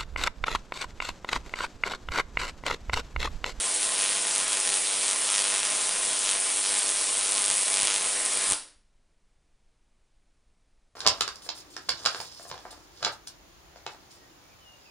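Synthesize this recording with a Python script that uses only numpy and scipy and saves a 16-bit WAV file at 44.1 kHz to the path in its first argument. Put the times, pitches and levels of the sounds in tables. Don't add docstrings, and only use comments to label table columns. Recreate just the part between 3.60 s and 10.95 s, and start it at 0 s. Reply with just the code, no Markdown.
import sys
import numpy as np
from scipy import signal
from scipy.fft import rfft, irfft, next_fast_len
from scipy.io import wavfile
from scipy.ndimage import uniform_filter1d

SR = 44100
rng = np.random.default_rng(int(sys.argv[2]) if len(sys.argv) > 2 else 0)


def master_out(mix):
    frames = np.transpose(np.atleast_2d(mix))
    ceiling = np.clip(frames, -1, 1)
    pcm = np.round(ceiling * 32767).astype(np.int16)
    wavfile.write(sys.argv[1], SR, pcm)


def invert_db(level):
    return 10 ** (np.asarray(level, dtype=float) / 20)


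N = 324248
PULSE_SAMPLES, LEAD_SAMPLES = 1024, 64


def evened(x):
    return x / np.sqrt(np.mean(x ** 2) + 1e-20)


def read(points, hz):
    f, value = np.transpose(points)
    return np.interp(np.log(hz + 1), np.log(f + 1), value)


def causal(db):
    log_gain = np.log(invert_db(np.maximum(db, -70)))
    circle = np.concatenate([log_gain, log_gain[-2:0:-1]])
    return np.exp(np.conj(signal.hilbert(circle)))[:len(db)]


def delay(ms, hz):
    return np.exp(-2j * np.pi * hz * np.asarray(ms)[..., None] / 1000)


def during(t, start, length, edge):
    return (np.tanh((t - start) / edge) - np.tanh((t - start - length) / edge)) / 2


def place(times, spectra):
    nearest = np.round(times * SR)
    fraction_ms = (times * SR - nearest) / SR * 1000
    spectra = spectra * delay(fraction_ms, np.fft.rfftfreq(PULSE_SAMPLES, 1 / SR))
    pulses = np.roll(irfft(spectra, PULSE_SAMPLES), LEAD_SAMPLES, axis=1)
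    at = nearest.astype(int)[:, None] + np.arange(PULSE_SAMPLES) + SR - LEAD_SAMPLES
    return np.bincount(at.ravel(), pulses.ravel(), N + SR)[:N + SR]


# start_s, length_s, gain_db, treble_gain_db
SWINGS = [(0.2, 0.099, 2.5, -3), (0.335, 0.3, 10.5, -10.5), (0.616, 0.25, 7.5, -4), (0.744, 0.062, 0.5, 12),
          (0.872, 0.12, 11.5, 2.5), (0.993, 0.14, 10, 2), (1.08, 0.11, 7, 1), (1.232, 0.15, 2, -0.5),
          (1.433, 0.13, 5, 10), (1.657, 0.19, 10.5, 3), (1.852, 0.24, 8, 2), (2.082, 0.34, 7.5, -3),
          (2.439, 0.2, 4.5, 7), (2.649, 0.13, 5.5, -2), (2.874, 0.15, -1, 5), (3.038, 0.2, 3.5, 2.5),
          (3.254, 0.29, 0, 4), (3.549, 0.12, 3.5, 2.5), (3.681, 0.38, 6.5, 5.5), (4.056, 0.064, 13, 6),
          (4.128, 0.27, 10, 6), (4.409, 0.065, 5, 0.5), (4.625, 0.23, 0.5, -2.5), (4.869, 0.113, 5.5, 16.5)]
TURN_S, ARCH = .013, 0.32


def facing(slots):
    start, length, *gains_db = np.transpose(SWINGS)
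    start, length = start[:, None], length[:, None]
    arch = 1 + ARCH * (1 / 3 - np.clip(2 * (slots - start) / length - 1, -1, 1) ** 2)
    return np.array(gains_db) @ (arch * during(slots, start, length, TURN_S))


# start_s, loss_db
MISFIRES = [(0.19, -3), (0.28, -8), (0.3, -13), (0.31, -4), (0.36, 0.5), (0.54, -3), (0.6, -5), (0.61, 0.5),
            (0.73, -0.5), (0.86, -4), (0.89, 2), (1.02, 0), (1.11, -1), (1.2, -6), (1.21, -7), (1.4, -7.5),
            (1.54, -3.5), (1.55, -7), (1.6, -3.5), (1.61, -5), (1.63, -4.5), (1.83, -5.5), (2.01, -6),
            (2.02, -5.5), (2.24, -7), (2.3, -6.5), (2.5, 0.5), (2.55, -6), (2.56, -3), (2.76, -4),
            (3.02, -6), (3.1, -2), (3.6, -4.5), (4.04, -5), (4.09, -4), (4.26, -11), (4.37, -5.5),
            (4.39, -9.5), (4.4, -10), (4.64, -5.5), (4.69, -5)]
# start_s, strength_db, treble_lift_db
CRACKS = [(0.2306, -30, 1.5), (0.3809, -27.5, -5), (0.3913, -29.5, -0.5), (0.5518, -28, -3),
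          (0.7515, -28.2, 5), (0.7612, -26, 1.5), (0.7718, -27, -2), (0.7813, -29, 6),
          (0.7906, -28.5, -1), (0.8016, -26, -3), (0.8116, -27, -2), (0.941, -26, -5),
          (1.001, -28.5, 4.9), (1.0116, -30.5, 2.5), (1.091, -25.5, -0.5), (1.1014, -26, -2.5),
          (1.1218, -25.5, -5.5), (1.1308, -26.5, -6), (1.1614, -28.5, 3), (1.172, -27, 0.5),
          (1.4612, -28.5, -3), (1.4813, -27.5, 1.3), (1.4907, -28.9, 1.0), (1.5119, -28, 2.8),
          (1.5213, -29.5, -1.5), (1.6517, -31, -1.5), (1.6908, -23, -12), (1.7016, -26, 2.5),
          (1.7111, -27.5, -1.5), (1.721, -26, -7.0), (1.731, -26.5, -4), (1.742, -23.5, -7),
          (1.7513, -23, -6.5), (1.7609, -22.5, -5), (1.7713, -27.5, -2), (1.7813, -22, -5),
          (1.7914, -23, -3.0), (1.8014, -23.5, -5), (1.811, -26.5, -6), (1.821, -26, -1),
          (1.8412, -24.5, -3), (1.8516, -24, -7.4), (1.8809, -25.3, -6.5), (1.9017, -27.5, -2.5),
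          (1.9117, -25.5, -4), (1.922, -26.5, -5.5), (1.9316, -23.5, -8.0), (1.941, -25, -3.5),
          (1.9507, -24.5, -3), (1.9611, -23.5, -2.8), (1.972, -26.5, -1.7), (1.981, -25.5, -0.3),
          (1.992, -23, -8.0), (2.002, -26.5, -4), (2.0314, -23, -6.0), (2.052, -27.5, -1),
          (2.2718, -30.5, 3.5), (2.6727, -25.1, -7.3), (2.6817, -25.5, -7.5), (2.6917, -22.5, -3),
          (2.701, -25, -3), (2.7124, -24.5, -5), (2.7216, -28.5, -0.5), (2.7518, -27.0, -4),
               (3.0411, -29, -2.5), (3.051, -26, -5), (3.0608, -25, -5), (3.0716, -33, 5.8),
               (3.1117, -33, 4), (3.1215, -29, 0.4), (3.1618, -26, -11.5), (3.1713, -27, -0.2),
               (3.192, -38.5, 15.5), (3.2918, -30, 4), (3.6919, -31, 4), (3.712, -37, 14),
               (3.742, -32.5, 4), (3.7716, -26.8, 0), (3.7806, -25, -3.5), (3.792, -28, -2),
               (3.8018, -30.5, 2.1), (3.821, -29.5, 2.5), (3.8309, -29.5, -0.7), (3.8418, -27.2, 2),
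               (3.8519, -27.8, 2.2), (3.8614, -30.5, 6), (3.872, -29.5, 1), (3.8812, -28, 3.2),
               (3.9409, -31.9, 7.2), (3.952, -30.5, 5.5), (3.971, -34.5, 11), (3.981, -29, 5),
               (4.0016, -31.5, 6.5), (4.0116, -32.5, 8), (4.0815, -29.0, 1.5), (4.1015, -30.5, 5),
               (4.1124, -33.5, 7.5), (4.1218, -29, 3.5), (4.1319, -28.5, 2.5), (4.1415, -23.5, -1.5),
               (4.1508, -28, 2.5), (4.1615, -26.5, -1.6), (4.1825, -25, -2), (4.1917, -24, -3.5),
               (4.201, -25, -3), (4.212, -25, -0.7), (4.2417, -25, -5.5), (4.2722, -23, -2),
               (4.2812, -22.5, -6.5), (4.2916, -26, -5.5), (4.3023, -24.5, -3), (4.3108, -25, -7.5),
               (4.3214, -24.1, -10), (4.3318, -24.5, -7.5), (4.3421, -23, -2.5), (4.3521, -26.5, -3.5),
               (4.3616, -23.5, -4), (4.3815, -28.5, 2), (4.652, -32, 8.5), (4.6615, -30.5, 6),
          (0.1111, -36, -1), (0.1718, -36, 4.5), (0.2517, -31.5, 1.5), (0.2608, -31.4, 2.5),
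               (0.271, -32, -5), (0.3314, -36.5, 3.5), (0.3407, -36, 6), (0.351, -32, 1.4),
               (0.3723, -32, -9.5), (0.401, -26.5, -3), (0.4111, -24.5, -5.5), (0.4212, -27, 0.6),
               (0.432, -25.5, -7.5), (0.4406, -27, -1.0), (0.4513, -25.6, -6), (0.461, -25, -10.5),
               (0.4716, -29.5, -15), (0.4814, -28.5, -7), (0.4912, -24.5, -12.8), (0.502, -30, -8.5),
               (0.5116, -28, -5), (0.5209, -27.5, -10.5), (0.531, -27, -12.5), (0.5614, -29, -5),
               (0.5708, -28.5, -8.5), (0.5816, -28, -5), (0.6213, -34.5, 5), (0.6515, -27.5, -10.5),
               (0.6606, -33, -6), (0.6702, -28.5, -6.6), (0.6819, -27.5, -3.5), (0.6912, -30, -2.5),
               (0.702, -32.5, -3.5), (0.7109, -27.5, -3), (0.7217, -31.5, -1.8), (0.7413, -29.5, -2),
               (0.8208, -30.5, -9.5), (0.8321, -30, 1), (0.881, -29.5, 3), (0.901, -30, -4),
               (0.912, -27.5, -6), (0.9212, -23.5, -9), (0.9309, -22, -3), (0.951, -28, -6),
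               (0.9612, -34, 1), (0.9717, -25.5, -2.4), (0.981, -29.1, -0.5), (0.9926, -30.5, -1),
               (1.0316, -29, 0.5), (1.0515, -30, 2.5), (1.0614, -31, 6), (1.0742, -27.5, 3),
               (1.079, -30.2, 2.1), (1.1518, -29.5, -0.8), (1.2213, -33.5, 3.5),
          (1.2713, -29, -5), (1.332, -30.5, -4), (1.3614, -32.6, 3.6), (1.4408, -29, -11),
                (1.452, -32, 0), (1.4713, -34, 3), (1.5009, -28.5, -2.1), (1.5318, -29.5, 4.5),
                (1.6212, -29, -1.4), (1.671, -27.2, -7), (1.6813, -28.5, -3.5), (1.8613, -27.4, -5.5),
                (1.8717, -26.5, -7.5), (1.8912, -32.5, 2.5), (2.042, -30.5, -4.5), (2.0616, -26.5, -9.8),
                (2.0711, -28, -2.5), (2.102, -28, -0.5), (2.1115, -31.5, 2.5), (2.122, -27, -3.0),
                (2.1419, -28, -4.1), (2.151, -29.5, 3.5), (2.1611, -34, 3.5), (2.171, -35, 5.8),
                (2.2119, -26, -6), (2.2605, -31.6, -0.2), (2.2927, -26, -3.9), (2.3618, -26.5, -7.5),
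                (2.4008, -33, 1), (2.421, -33, -3.5), (2.432, -28.5, 1), (2.4514, -31, 4), (2.4618, -32, 3),
                (2.4807, -38, 12), (2.4918, -34.6, 8), (2.5122, -33.5, 4), (2.5317, -29.5, 3),
                (2.592, -38, 13.5), (2.6611, -27, -3.5), (2.7318, -26.5, -10), (2.7418, -30.5, -2),
                (2.7714, -28, -5.5), (2.8014, -38, 14.4), (2.8113, -34.5, 8), (2.9019, -30, 0),
                (2.9313, -35.5, 1.4), (2.941, -33.5, 5), (2.9617, -34.5, 7), (2.9717, -32, 5.2),
                (2.9816, -29.5, -1), (2.991, -29, -1.8), (3.0019, -37, 5), (3.0111, -31.5, 2),
                (3.0812, -32.5, -6), (3.0914, -29, -4),
          (3.1307, -29.6, -1.7), (3.1417, -28.0, -2), (3.1521, -28.5, -1), (3.202, -31, -2.0),
              (3.2318, -32.5, 5), (3.241, -39.5, 10.0), (3.262, -30.5, 3.5), (3.2717, -33, 4.5),
              (3.2816, -31.0, 2.3), (3.3012, -35, 11.5), (3.3126, -34.5, 6), (3.3203, -32.5, 2),
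              (3.3318, -34, 4), (3.342, -40.5, 13.5), (3.3617, -33.5, 5.7), (3.3713, -31, 3),
              (3.3812, -35.5, 3.5), (3.3916, -31.5, 2.5), (3.402, -33, 2.5), (3.4121, -32, 3),
              (3.421, -33.5, 3.5), (3.4318, -36.5, 9), (3.4414, -32, 3), (3.4614, -34, 3),
              (3.4818, -34.5, 4), (3.511, -37.5, 8), (3.5301, -36.5, 8), (3.5714, -33.5, 5),
              (3.5803, -34.5, 5), (3.6604, -31, 0.5), (3.6816, -33, 5), (3.702, -34, 5.5),
              (3.7216, -29.5, 6), (3.7319, -27.5, 1), (3.7515, -29.5, 0.5), (3.762, -27, -3.3),
              (3.891, -30.5, 0.4), (3.9214, -28, -2.1), (3.9315, -30.7, 3.5), (3.9616, -36.2, 10.5),
              (3.9917, -31, 4.5), (4.022, -32, 6.1), (4.0322, -29.5, 6.1), (4.0718, -32.5, 2.0),
              (4.4106, -32, 1), (4.4212, -28.5, -5.8), (4.4433, -28.5, -10), (4.622, -35.6, 6.5),
              (4.7729, -30, 3), (4.8113, -29.5, 0.3), (4.8218, -33.5, 7), (4.8408, -31, 4),
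              (4.8526, -33.5, 4), (4.8612, -37.5, 6.5), (4.8714, -31.5, 2)]
# start_s, strength_db, treble_lift_db, push_db
FAT_STRIKES = [(1.1411, -23.5, -3, -58.5), (3.1805, -32, 4.5, -65), (4.1715, -26, -1, -76),
               (3.9016, -26.5, 3, -44.5), (3.9124, -26, 3.5, -46.5), (4.2215, -26.5, 1.5, -50),
               (4.2314, -26, 2.5, -39.5), (4.2519, -28, 5.5, -45.5), (4.8814, -38.5, 11, -65.5),
               (4.8916, -35, 10, -42), (4.9015, -28.5, 5, -56.5), (4.9115, -28, 5, -37),
               (4.9219, -26.5, 4.5, -35), (4.9326, -22.5, -1.5, -60)]
BANGS_PER_S, RUN_UP_BANGS = 100, 40
AWAY_DB, AWAY_TREBLE_DB = -34, -31.5
PLAIN_TOP_DB, PLAIN_TREBLE_TOP_DB = -30.5, -31.5
LAG_MS, LAG_MS_PER_S, JITTER_MS = 1.3, .05, .36
TREMBLE_MS = .04
NO_PUSH_DB = -90
STRAIGHT_PER_DB = -0.5


def bangs():
    slots = np.arange(-RUN_UP_BANGS, round(FAT_STRIKES[-1][0] * BANGS_PER_S) + 1) / BANGS_PER_S
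    gain_db, treble_db = facing(slots)
    late, strong, bright = np.clip(rng.standard_normal((len(slots), 3)).T, -1.8, 1.0)
    times = slots + (LAG_MS + LAG_MS_PER_S * slots + JITTER_MS * late) / 1000
    strength_db = np.minimum(AWAY_DB + gain_db + 1.3 * strong, PLAIN_TOP_DB)
    lift_db = AWAY_TREBLE_DB + treble_db - AWAY_DB - gain_db + 1.6 * bright
    lift_db = np.minimum(lift_db, PLAIN_TREBLE_TOP_DB - strength_db)
    crooked = np.clip(3 - STRAIGHT_PER_DB * gain_db, .3, 1)
    push_db = np.full(len(slots), float(NO_PUSH_DB))
    rows = np.transpose([times, strength_db, lift_db, push_db, crooked])

    def slot(start_s):
        return RUN_UP_BANGS + round(start_s * BANGS_PER_S)

    for start_s, loss_db in MISFIRES:
        rows[slot(start_s), 1] += loss_db
    for crack in CRACKS:
        rows[slot(crack[0])] = (*crack, NO_PUSH_DB, .5)
    for strike in FAT_STRIKES:
        rows[slot(strike[0])] = (*strike, .45)
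    rows[:, 0] += TREMBLE_MS / 1000 * bright
    return rows.T


def streamer(count, hz, spread_ms, branch_db):
    late, size = rng.random((count, 6, 2)).T
    later = (np.arange(6) > 0)[:, None]
    piece = np.where(later, invert_db(branch_db) * 2 * size, 1)
    late_ms = -spread_ms * np.log(1 - .95 * late) * later
    total = (piece[..., None] * delay(late_ms, hz)).sum(0)
    return total / np.linalg.norm(piece, axis=0)[:, None]


# start_s, centre_hz, lift_db
COLOUR = [(0.0, 4240, 2), (0.3, 4160, 7.5), (0.44, 3350, 2), (0.48, 3840, 3.5), (0.78, 3440, 1.5),
          (0.89, 4250, -0.5), (1.4, 3590, 6), (1.46, 4720, 5), (1.64, 3570, 2), (2.44, 4010, -1),
          (2.54, 3620, 2), (2.93, 4440, 1.5), (2.97, 3820, 2.5), (3.45, 4380, 4.5), (4.19, 3750, 2.5),
          (4.9, 4320, 0.5)]
DIP_HZ, DIP_PER_DB = 1500, .4


def beam(times, strength_db, lift_db, hz):
    treble = np.clip((hz - 5300) / 3200, 0, 1)
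    beam_db = (strength_db[:, None] + 30.5) * np.clip(0.067 + hz / 2500, 0, 1)
    beam_db = beam_db + (lift_db[:, None] + 0.5) * treble
    start_s, centre_hz, band_db = np.transpose(COLOUR)
    octaves = np.log2((hz + 1) / np.interp(times, start_s, centre_hz)[:, None])
    beam_db = beam_db + np.interp(times, start_s, band_db)[:, None] * np.exp(-(octaves / 0.63) ** 2)
    dip_db = DIP_PER_DB * np.minimum(strength_db + 28.5, 0)
    return beam_db + dip_db[:, None] * np.exp(-(np.log2((hz + 1) / DIP_HZ) / 0.68) ** 2)


# pitch_hz, level_db (per Hz)
SHOCK = [(40, -34), (110, -30), (200, -33), (330, -11.5), (900, -5), (1700, -8), (3300, -3.5), (4400, -7.5),
         (6500, -3), (7500, -2.5), (8800, 1.5), (10300, 1.5), (20000, 8)]


def shock_pulse(hz):
    shock = causal(read(SHOCK, hz)) * np.exp(1.2j * np.clip(hz / 1500, 0, 1))
    return shock / np.linalg.norm(irfft(shock * (hz < 11000))) * 19.4


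# delay_ms, level_db
ECHOES = [
    (.75, -16),
    (1.9, -18),
    (3.2, -16),
    (4.8, -9),
    (5.9, -14.5),
    (8.3, -13),
    (14.15, -11),
]
SKEW_RAD = 1.1


def direct(times, strength_db, lift_db, push_db, crooked, hz):
    count = len(times)
    beam_db = beam(times, strength_db, lift_db, hz)
    heard = invert_db(beam_db) * streamer(count, hz, .3 * crooked, -29.5 + 14 * crooked)
    ms, echo_db = np.transpose(ECHOES)
    wander_ms = ms + 0.08 * rng.standard_normal((count, len(ms)))
    treble = np.clip((hz - 5300) / 3200, 0, 1)
    echoes = (invert_db(echo_db)[:, None] * delay(wander_ms, hz)).sum(1) * invert_db(.5 * beam_db - 1.6 * treble)
    echoes = echoes * streamer(count, hz, .3, -14.5)
    skew = SKEW_RAD * evened(wander_ms[:, -1:] - ms[-1])
    heard = heard * np.exp(1j * skew * np.clip((hz - 3000) / 5000, 0, 1))
    puff = np.exp(-((np.arange(PULSE_SAMPLES) / SR - .0008) / 0.00027) ** 2)
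    push = rfft(puff) * invert_db(push_db[:, None] + 11.5)
    return place(times, invert_db(-32.0) * shock_pulse(hz) * (heard + echoes) + push)


# pitch_hz, level_db (per Hz)
FIELD = [(40, -59), (110, -42.5), (210, -22.5), (400, -20.5), (1000, -13), (1700, -9), (3000, -6.5),
         (6500, -6), (7400, -4), (8700, 2.5), (10300, 1)]
# pitch_hz, t60_s
ROOM = [(100, 0.37), (260, 0.6), (700, 0.44), (1800, .43), (4800, .4), (9000, .33)]


def tail():
    hz, t, z = signal.stft(rng.standard_normal(SR), SR, nperseg=512)
    t60_s = read(ROOM, hz)[:, None]
    decay = invert_db(read(FIELD, hz)[:, None] - 60 * t / t60_s) / np.sqrt(t60_s)
    out = signal.istft(z * decay, SR, nperseg=512)[1][:SR]
    return out / np.linalg.norm(out) * np.clip(np.arange(SR) / SR / 0.0017, 0, 1)


# pitch_hz, level_db
ROOM_MODES = [(140, -19.5), (180, -18.5), (246.3, -20.5), (512, -15.5), (624.6, -8), (677.3, -9.5),
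              (758, -16), (832, -17), (900, -12), (963, -14), (1045, -4.5), (1074, -7),
              (1250, -10.5), (1330, -15.5), (1385, -8), (1480, -10.5), (1540, -18), (1880, -6), (1970, -10),
             (2085, -11.5), (2290, -5.5), (2335, -7.5), (2470, -12.5), (2980, -7), (3320, -3)]
# pitch_hz, level_db
STEADY_MODES = [(299.2, -23), (400.2, -15), (500.5, -12.5)]


def ringing_modes():
    t = np.arange(SR) / SR
    wandering = ROOM_MODES
    groups = []
    for group in (wandering[0::2], wandering[1::2], STEADY_MODES):
        groups.append(sum(invert_db(db - 60 * t / (0.6 * read(ROOM, f))) * np.sin(2 * np.pi * f * t)
                          for f, db in group))
    high_pass = signal.butter(4, 125, "high", fs=SR, output="sos")
    return signal.sosfilt(high_pass, np.array(groups) * np.clip(t / 0.019, 0, 1))


PATHS = 8


def room(times, spectra, hz):
    blend = uniform_filter1d(rng.standard_normal((len(times), PATHS)), size=6, axis=0)
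    blend = blend / np.linalg.norm(blend, axis=1, keepdims=True)
    short = np.clip(0.16 + hz / 1000, 0, 1)
    stays = np.sqrt(1 - short ** 2) * (1 - .7 * np.exp(-((hz - 200) / 45) ** 2))
    out = 0
    for share in blend.T:
        fed = (short * share[:, None] + stays / np.sqrt(PATHS)) * spectra
        out = out + signal.fftconvolve(place(times, fed), tail())
    feeds = (0.77 + 1.7 * blend[:, 0], 0.89 + 1.8 * blend[:, 1], np.ones(len(times)))
    for feed, mode in zip(feeds, ringing_modes()):
        out = out + invert_db(-51.5) * signal.fftconvolve(place(times, feed[:, None] * spectra), mode)
    return out[:N + SR]


FIELD_DB = -24


def coil():
    times, strength_db, lift_db, push_db, crooked = bangs()
    hz = np.fft.rfftfreq(PULSE_SAMPLES, 1 / SR)
    near = direct(times, strength_db, lift_db, push_db, crooked, hz)
    power = invert_db(FIELD_DB + 27.0 + 0.036 * (strength_db + 41.5))
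    spectra = power[:, None] * streamer(len(times), hz, 0.397, -6.5)
    return (near + room(times, spectra, hz))[SR:]


# pitch_hz, level_db (per Hz)
HISS = [(29, -27), (50, 3), (95, -5), (139, -6.5), (376, -13), (731, -15.5), (1770, -20.5), (2320, -19),
        (2640, -21.5), (10000, -26), (13000, -59), (22000, -120)]
FLUTTER_DB = [-68.5, -76, -83]
HISS_DB, FLUTTER_HZ = -74, 20


def shaped_noise(shape):
    return irfft(rfft(rng.standard_normal(N)) * shape, N)


def hiss():
    hz = np.fft.rfftfreq(N, 1 / SR)
    noise = shaped_noise(invert_db(read(HISS, hz)))
    drift, swell = shaped_noise(hz < 5), shaped_noise(hz < 9)
    turn = 2 * np.pi * np.cumsum(FLUTTER_HZ * (1 + .09 * evened(drift))) / SR
    dips = sum(invert_db(db + 4.5) * np.cos((k + 1) * turn) for k, db in enumerate(FLUTTER_DB))
    slow = shaped_noise(np.exp(-((hz - 10) / 6) ** 2))
    flutter = invert_db(-71.5) * evened(slow) - dips * (1 + 0.3 * evened(swell))
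    return invert_db(HISS_DB) * evened(noise) + flutter


# start_s, length_s, low_hz, top_hz
DROPOUTS = [
    (3.203, .032, 1, 310),
    (4.002, .022, 1, 180),
    (4.037, .021, 1, 560),
    (4.053, .005, 400, 900),
    (4.034, .036, 810, 940),
    (4.0, .026, 1540, 1670),
    (4.04, .025, 1500, 1660),
    (4.04, .006, 940, 1200),
]


def bands_lost(x):
    size, t = next_fast_len(N), np.arange(N) / SR
    hz = np.fft.rfftfreq(size, 1 / SR)
    for start_s, length_s, low_hz, top_hz in DROPOUTS[::-1]:
        lost = 1 / (1 + (hz / top_hz) ** 30) - 1 / (1 + (hz / low_hz) ** 30)
        x = x - irfft(rfft(x, size) * lost, size)[:, :N] * during(t, start_s, length_s, 0.0012)
    return x


def scene():
    return np.tile(coil() + hiss(), (2, 1))


# pitch_hz, level_db
EDGE = [(10200, 0.5), (10700, -8), (11050, -20.5), (11500, -81)]


def roll_off(x):
    return signal.sosfilt(signal.butter(12, 11600, fs=SR, output="sos"), x)


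def record(dry):
    size = next_fast_len(N + PULSE_SAMPLES)
    edge = invert_db(read(EDGE, np.fft.rfftfreq(size, 1 / SR)))
    mix = irfft(rfft(bands_lost(dry), size) * edge, size)[:, :N]
    return roll_off(mix)


dry = scene()
out = record(dry)
master_out(out)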